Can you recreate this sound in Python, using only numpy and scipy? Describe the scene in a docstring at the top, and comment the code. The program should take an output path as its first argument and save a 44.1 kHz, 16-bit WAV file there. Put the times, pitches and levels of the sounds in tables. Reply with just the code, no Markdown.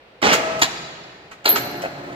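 """A steady room background, then a small clack and the gear rattle of a plate bending machine jogged in a
reverberant workshop. It whines briefly, stops with a clunk and loose parts jingle; it engages with another clunk,
thuds and a high ping, the motor hums on and the plate groans between the rolls.
Gears, clacks and clunks are shaped noise; steel, whine and hum are sines whose phase wanders.
Each source reaches two channels as direct sound, a ceiling echo and reverberation made from decaying noise."""
import sys
import numpy as np
from scipy import signal
from scipy.fft import rfft, irfft, next_fast_len
from scipy.io import wavfile
from scipy.ndimage import map_coordinates

SR = 44100
rng = np.random.default_rng(int(sys.argv[2]) if len(sys.argv) > 2 else 0)


def dump(signal):
    """Clip the signal to [-1, 1] and save it as 16-bit WAV at the path in sys.argv[1]."""
    limited = np.clip(np.atleast_2d(signal).T, -1, 1)
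    pcm = np.round(limited * 32767).astype(np.int16)
    wavfile.write(sys.argv[1], SR, pcm)


N = 94815
T = np.arange(N) / SR

# Stopping clunk, a blow and its rebound: start_s, level_db, rise_s, t60_s
STOP_BLOWS = [(.614, -8.5, 0.006804, 0.050384), (.628, -18, 0.00282, 0.09645)]
# Engaging clunk, a blow and its rebound: start_s, level_db, rise_s, t60_s
ENGAGE_BLOWS = [(1.453, -12, 0.00695, 0.07471), (1.475, -18.5, 0.003309, .18)]


def amp(db):
    """Decibels to gain."""
    return 10 ** (np.asarray(db) / 20)


def unit(x):
    """Scale to rms 1."""
    return x / np.sqrt(np.mean(x ** 2) + 1e-20)


def along(points, hz):
    """Interpolate (frequency, value) points on a logarithmic frequency axis."""
    f, v = np.transpose(points)
    return np.interp(np.log(hz + 1), np.log(f + 1), v)


def level(rows):
    """Gain over time from (s, dB) points, inaudible before the first."""
    return amp(np.interp(T, *np.transpose(rows), left=-200))


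def wobble(knots_per_s):
    """A smooth random curve through normally distributed knots."""
    knots = rng.standard_normal(int(N * knots_per_s / SR) + 4)
    return map_coordinates(knots, [T * knots_per_s])


def filtered(x, response):
    """Multiply the spectrum of x by a response of frequency, padded against wrap-around."""
    m = next_fast_len(N + SR // 2)
    hz = np.fft.rfftfreq(m, 1 / SR)
    return irfft(rfft(x, m) * response(hz), m)[..., :N]


def noise(colour, tilt_db=0):
    """Coloured noise of rms 1, tilted by dB per octave."""
    def response(hz):
        return amp(along(colour, hz) + tilt_db * np.log2(hz + 1))
    return unit(filtered(rng.standard_normal(N), response))


def diffuse(colour):
    """Stereo noise from all around: alike in the bass, unrelated in the treble."""
    # Likeness of the two channels: frequency_hz, correlation (no unit)
    likeness = [(100, 0.9491), (300, 0.9048), (600, 0.6441), (1000, -0.0241), (2000, -0.07974)]

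    def response(hz):
        angle = np.arccos(np.clip(along(likeness, hz), -1, 1)) / 2
        return amp(along(colour, hz)) * [np.cos(angle), np.sin(angle)]
    mid, side = filtered(rng.standard_normal((2, N)), response)
    return unit(np.array([mid + side, mid - side]))


def decay(t, t60):
    """Exponential fall by 60 dB in t60 seconds."""
    return np.exp(-np.log(1000) * t / t60)


def blow(s, rise, t60):
    """Envelope of a blow at time s: a straight rise, then an exponential decay."""
    attack = np.clip((T - s) / rise, 0, 1)
    return attack * decay(np.maximum(T - s - rise, 0), t60)


def tone(hz, drift, knots_per_s, s=0):
    """A sine of rms 1, timed from s, whose phase wanders by drift radians rms at the knots."""
    return np.sqrt(2) * np.sin(2 * np.pi * hz * (T - s) + drift * wobble(knots_per_s))


def ring(modes, s, rise, drift=.8, knots_per_s=240):
    """Steel modes struck at time s, each decaying, their phase blurred by the chattering contact."""
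    return sum(amp(db) * blow(s, rise, t60) * tone(hz, drift, knots_per_s, s) for hz, db, t60 in modes)


def hall(near_db, hall_db):
    """Stereo response of one place: scatter off the machine and the hall's long tail."""
    # Colour of the reverberation: frequency_hz, level_db
    colour = [(100, 1), (300, -2.5), (600, 0), (2000, 0), (3500, -2.5), (7000, 0), (13000, -3)]
    # Reverberation time of the hall: frequency_hz, t60_s
    tail_t60 = [(80, 1.6836), (250, 1.4009), (600, 1.5818), (1500, 1.6025), (4500, 1.5938), (7000, 1.1473),
                (10000, 0.7836), (14000, 0.5742)]
    near_t60_s, build_up_s = 0.07056, .0225
    air = diffuse(colour)
    near = air[:, ::-1] * decay(T, near_t60_s)  # reversed, so that scatter and tail differ
    hz, t, bands = signal.stft(air, SR, nperseg=256)
    fading = bands * decay(t, along(tail_t60, hz)[:, None])
    tail = signal.istft(fading, SR, nperseg=256)[1][:, :N] * np.minimum(T / build_up_s, 1)
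    return amp(near_db) * near / np.linalg.norm(near[0]) + amp(hall_db) * tail / np.linalg.norm(tail[0])


def workshop(x, near_db, hall_db, pan_db, count=1):
    """Direct sound first at the right, a ceiling echo, and reverberation as contacts shift among count places."""
    left_lag_s, ceiling_s, ceiling_db = 0.00026114, .0225, -13
    shifts_per_s = 55  # knots a second of each place's share

    def direct_path(hz):
        arrival = np.exp(1j * np.pi * hz * left_lag_s * np.array([[-1], [1]]))
        echo = amp(ceiling_db) * np.exp(-2j * np.pi * hz * ceiling_s)
        return arrival * (1 + echo)
    direct = filtered(x, direct_path)
    shares = np.array([amp(10 * wobble(shifts_per_s)) for _ in range(count)])
    shares /= np.linalg.norm(shares, axis=0)  # constant total power
    wet = sum(signal.fftconvolve((share * x)[None], hall(near_db, hall_db), axes=1)[:, :N]
              for share in shares)
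    pan = amp(pan_db * np.array([[.5], [-.5]]))  # positive: left louder
    return direct * pan + wet


def background():
    """Steady diffuse noise of the workshop."""
    # Colour of the background: frequency_hz, level_db
    colour = [(20, -30), (50, -5), (300, -6), (480, 2.5), (800, -3.5), (1200, -7), (2500, -8),
              (4200, -15.5), (6500, -31.5), (11000, -40)]
    return amp(-49.5) * diffuse(colour)


def clacks():
    """Short knocks of the linkage: noise bursts of differing brightness."""
    # Linkage clacks: start_s, level_db, rise_s, t60_s, tilt_db_per_octave
    knocks = [(.216, -26, 0.003658, 0.091, -1.133), (.324, -14, 0.008834, 0.12998, 0.451),
              (.592, -30.5, 0.002623, 0.0685, 1.5), (1.31, -38, 0.007457, 0.11824, -2),
              (1.442, -33, .005, .06, -0.5), (1.555, -17, 0.00602, 0.11503, -1),
              (1.817, -34.5, 0.003562, 0.12144, 1.4058)]
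    # Their common colour: frequency_hz, level_db
    colour = [(60, -28.5), (300, -8), (900, -1), (2100, 2), (3500, -6), (5500, -8), (7200, -8.5),
              (9000, -18), (15000, -21.5)]
    return sum(amp(db) * blow(s, rise, t60) * noise(colour, tilt) for s, db, rise, t60, tilt in knocks)


def rattle():
    """Gear teeth batter through their play: noise roughened by dense, uneven swings of level."""
    # Rattle over time: time_s, level_db
    course = [(.22, -39.5), (.229, -15.5), (.27, -14.5), (.30, -15), (.335, -16), (.365, -29), (.42, -35),
              (.6, -41), (.63, -71)]
    # Its colour: frequency_hz, level_db
    colour = [(30, -59.5), (80, -31.5), (160, -6), (250, -0.5), (640, 3), (1400, -1.5), (2200, -.5),
              (4000, -9.5), (6500, -16), (9000, -30), (15000, -37)]
    rough_db, knots_per_s = 2.5, 420
    return level(course) * unit(noise(colour) * amp(rough_db * wobble(knots_per_s)))


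def motor():
    """The gears churn as uneven noise; the motor's unsteady hum joins from the engaging blow."""
    # Strength of the drive over time: time_s, level_db
    run = [(.23, -7.5), (.4, 0.5), (.62, 1.5), (.72, -5), (1.0, -11.5), (1.43, -18), (1.5, -0.5), (1.62, 2),
           (1.9, -3), (2.15, -0.5)]
    # Hum of the motor: frequency_hz, level_db
    hum_lines = [(144, -55.5), (286, -44), (361, -45.5), (597, -50.5), (720, -50), (1297, -51)]
    # Colour of the gears: frequency_hz, level_db
    gear_colour = [(30, -22.5), (70, -8), (150, -1.5), (320, 1), (480, -1.5), (750, 0), (1100, -6.5),
                   (2000, -7), (3000, -17), (6000, -27.5), (10000, -37.5)]
    waver_db, grind_db, gear_db = 3, 2, -37
    hum = sum(amp(db + waver_db * wobble(14)) * tone(hz, drift=1.0411, knots_per_s=30)
              for hz, db in hum_lines)
    gears = unit(noise(gear_colour) * amp(grind_db * wobble(70)))
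    engaged = T > ENGAGE_BLOWS[0][0]
    return level(run) * (hum * engaged + amp(gear_db) * gears)


def whine():
    """The drive sings in several steady pitches during the short jog, with a rough flutter."""
    # Whine over time: time_s, level_db
    course = [(.24, -29), (.33, -2.5), (.42, 0.5), (.605, -1), (.64, -44)]
    # Its pitches: pitch_hz, level_db
    lines = [(484.5, -40), (646, -26), (1265, -37), (1297, -36), (2510, -48), (2590, -45.5)]
    flutter_db, flutter_knots_per_s = 1.3109, 110.23
    return level(course) * sum(
        amp(db + flutter_db * wobble(flutter_knots_per_s)) * tone(hz, drift=0.217, knots_per_s=50)
        for hz, db in lines)


def clunk(blows, colour, modes):
    """A heavy chattering contact, its rebound and the steel that they ring."""
    rough_db, knots_per_s = 2, 200
    crash = unit(noise(colour) * amp(rough_db * wobble(knots_per_s)))
    return sum(amp(db) * (blow(s, rise, t60) * crash + ring(modes, s, rise)) for s, db, rise, t60 in blows)


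def stop_clunk():
    """The drive stops: broad noise over short-lived steel modes."""
    # Colour of the contact: frequency_hz, level_db
    colour = [(40, -37), (150, -9), (450, -1.5), (700, -4.5), (1200, 1), (3200, -1.5), (4400, 0),
              (6100, -10), (6900, -4.5), (7350, -6.5), (8200, -18), (14000, -20), (16000, -37)]
    # Ringing steel parts: pitch_hz, level_db, t60_s
    modes = [(967.12, -10.5, 0.03223), (1285.2, -11.5, .04), (1859.3, -14, 0.03156), (2464, -14.5, .03),
             (3900, -10, 0.083), (4732.3, -13, 0.0414), (6970, -12, 0.034)]
    return clunk(STOP_BLOWS, colour, modes)


def jingle():
    """Loose steel parts tick at scattered pitches, on the whole ever more faintly, after the stop."""
    level_db, fall_db_per_s, spread_s = -32, 31, 0.72
    middle_hz, t60_s = 3388.9, .06
    out = np.zeros(N)
    for when, pitch, size in rng.random((24, 3)):
        delay = when * spread_s
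        s = STOP_BLOWS[-1][0] + delay
        hz = middle_hz * 2 ** (1.5 * (pitch - .5))  # within 0.75 octave either way
        gain = size * amp(level_db - fall_db_per_s * delay)
        out += gain * blow(s, .001, t60_s) * np.sin(2 * np.pi * hz * T)
    return out


def thuds():
    """The frame booms in decaying low to middle tones as it sheds or takes up the load."""
    # Thuds of the frame: start_s, level_db, rise_s, t60_s, pitch_hz
    booms = [(.667, -31.5, 0.00924, 0.077, 810), (1.52, -24.5, 0.01208, 0.12037, 410.9),
             (1.531, -31, 0.014, 0.2211, 240.5), (1.58, -37, 0.02483, .3, 115)]
    return sum(amp(db) * blow(s, rise, t60) * tone(hz, drift=0.9373, knots_per_s=70)
               for s, db, rise, t60, hz in booms)


def engage_clunk():
    """The drive engages: broad noise over longer-ringing steel modes."""
    # Colour of the contact: frequency_hz, level_db
    colour = [(40, -44.5), (170, -12.5), (280, -2), (450, 0.5), (850, 2.5), (1050, -4), (1450, 1),
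              (2400, -1.5), (3200, -5.5), (4200, -2.5), (6000, -12.5), (9500, -22), (14000, -12),
              (16000, -25.5)]
    # Ringing steel parts: pitch_hz, level_db, t60_s
    modes = [(419.85, -16, 0.2717), (708.33, -17.5, 0.3162), (839.97, -15.5, 0.287), (1391.4, -14, .1),
             (4016, -11.5, .1), (4205, -8.5, 0.11966)]
    return clunk(ENGAGE_BLOWS, colour, modes)


def ping():
    """A small steel part rings in a tight cluster of very high modes."""
    # The stroke: start_s, level_db, rise_s, t60_s (the last unused, each mode has its own)
    stroke = (1.4911, -12.5, 0.0002, .14)
    # Modes of the part: pitch_hz, level_db, t60_s
    modes = [(12162, -15.5, .2), (12648, -13, 0.2446), (12760, -2, 0.2124), (12839, -0.5, 0.2272)]
    s, db, rise, _ = stroke
    return amp(db) * ring(modes, s, rise)


def groan():
    """The plate sticks and slips a few times, scraping and ringing at each slip."""
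    # Slips of the plate on the rolls: start_s, level_db
    slips = [(1.827, -33), (1.8375, -22), (1.8485, -21), (1.8575, -21.5)]
    # Modes of the plate: pitch_hz, level_db, t60_s
    modes = [(611.9, -2.5, 0.06733), (665.54, 0, 0.04761), (826.3, -12.5, 0.0419), (1509.7, -9, 0.04446),
             (1848.3, -11, .03), (2559.3, -13, 0.02654)]
    # Colour of the scrape: frequency_hz, level_db
    scrape_colour = [(200, -18.5), (800, 0), (2600, 0.5), (3500, -19), (10000, -31.5)]
    scrape_db, scrape_t60_s = -10.5, 0.0516
    rub = amp(scrape_db) * noise(scrape_colour)
    out = np.zeros(N)
    for s, db in slips:
        plate = ring(modes, s, rise=.002, drift=0.4016, knots_per_s=200)
        out += amp(db) * (plate + rub * blow(s, 0.0018, scrape_t60_s))
    return out


def scene():
    """All parts of the machine in the hall, over the steady background."""
    return (background()
            + workshop(clacks() + jingle(), near_db=-2.5, hall_db=-10, pan_db=-3)
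            + workshop(rattle(), near_db=-3, hall_db=-10, pan_db=-3.5, count=3)
            + workshop(motor(), near_db=-7, hall_db=-6, pan_db=1.0)
            + workshop(whine(), near_db=-17, hall_db=-14.5, pan_db=2.5)
            + workshop(stop_clunk(), near_db=-4.5, hall_db=-11.5, pan_db=-1.0, count=2)
            + workshop(engage_clunk() + thuds(), near_db=-7.5, hall_db=-8.5, pan_db=-.5)
            + workshop(ping(), near_db=-5.5, hall_db=-9.0, pan_db=0)
            + workshop(groan(), near_db=-16, hall_db=-15, pan_db=2.0))


def record(dry):
    """The microphone signal clips at full scale, then a steep low-pass halves it at the band limit."""
    top_hz = 15900
    return filtered(np.clip(dry, -1, 1), lambda hz: 1 / (1 + (hz / top_hz) ** 120))


dry = scene()
out = record(dry)
dump(out)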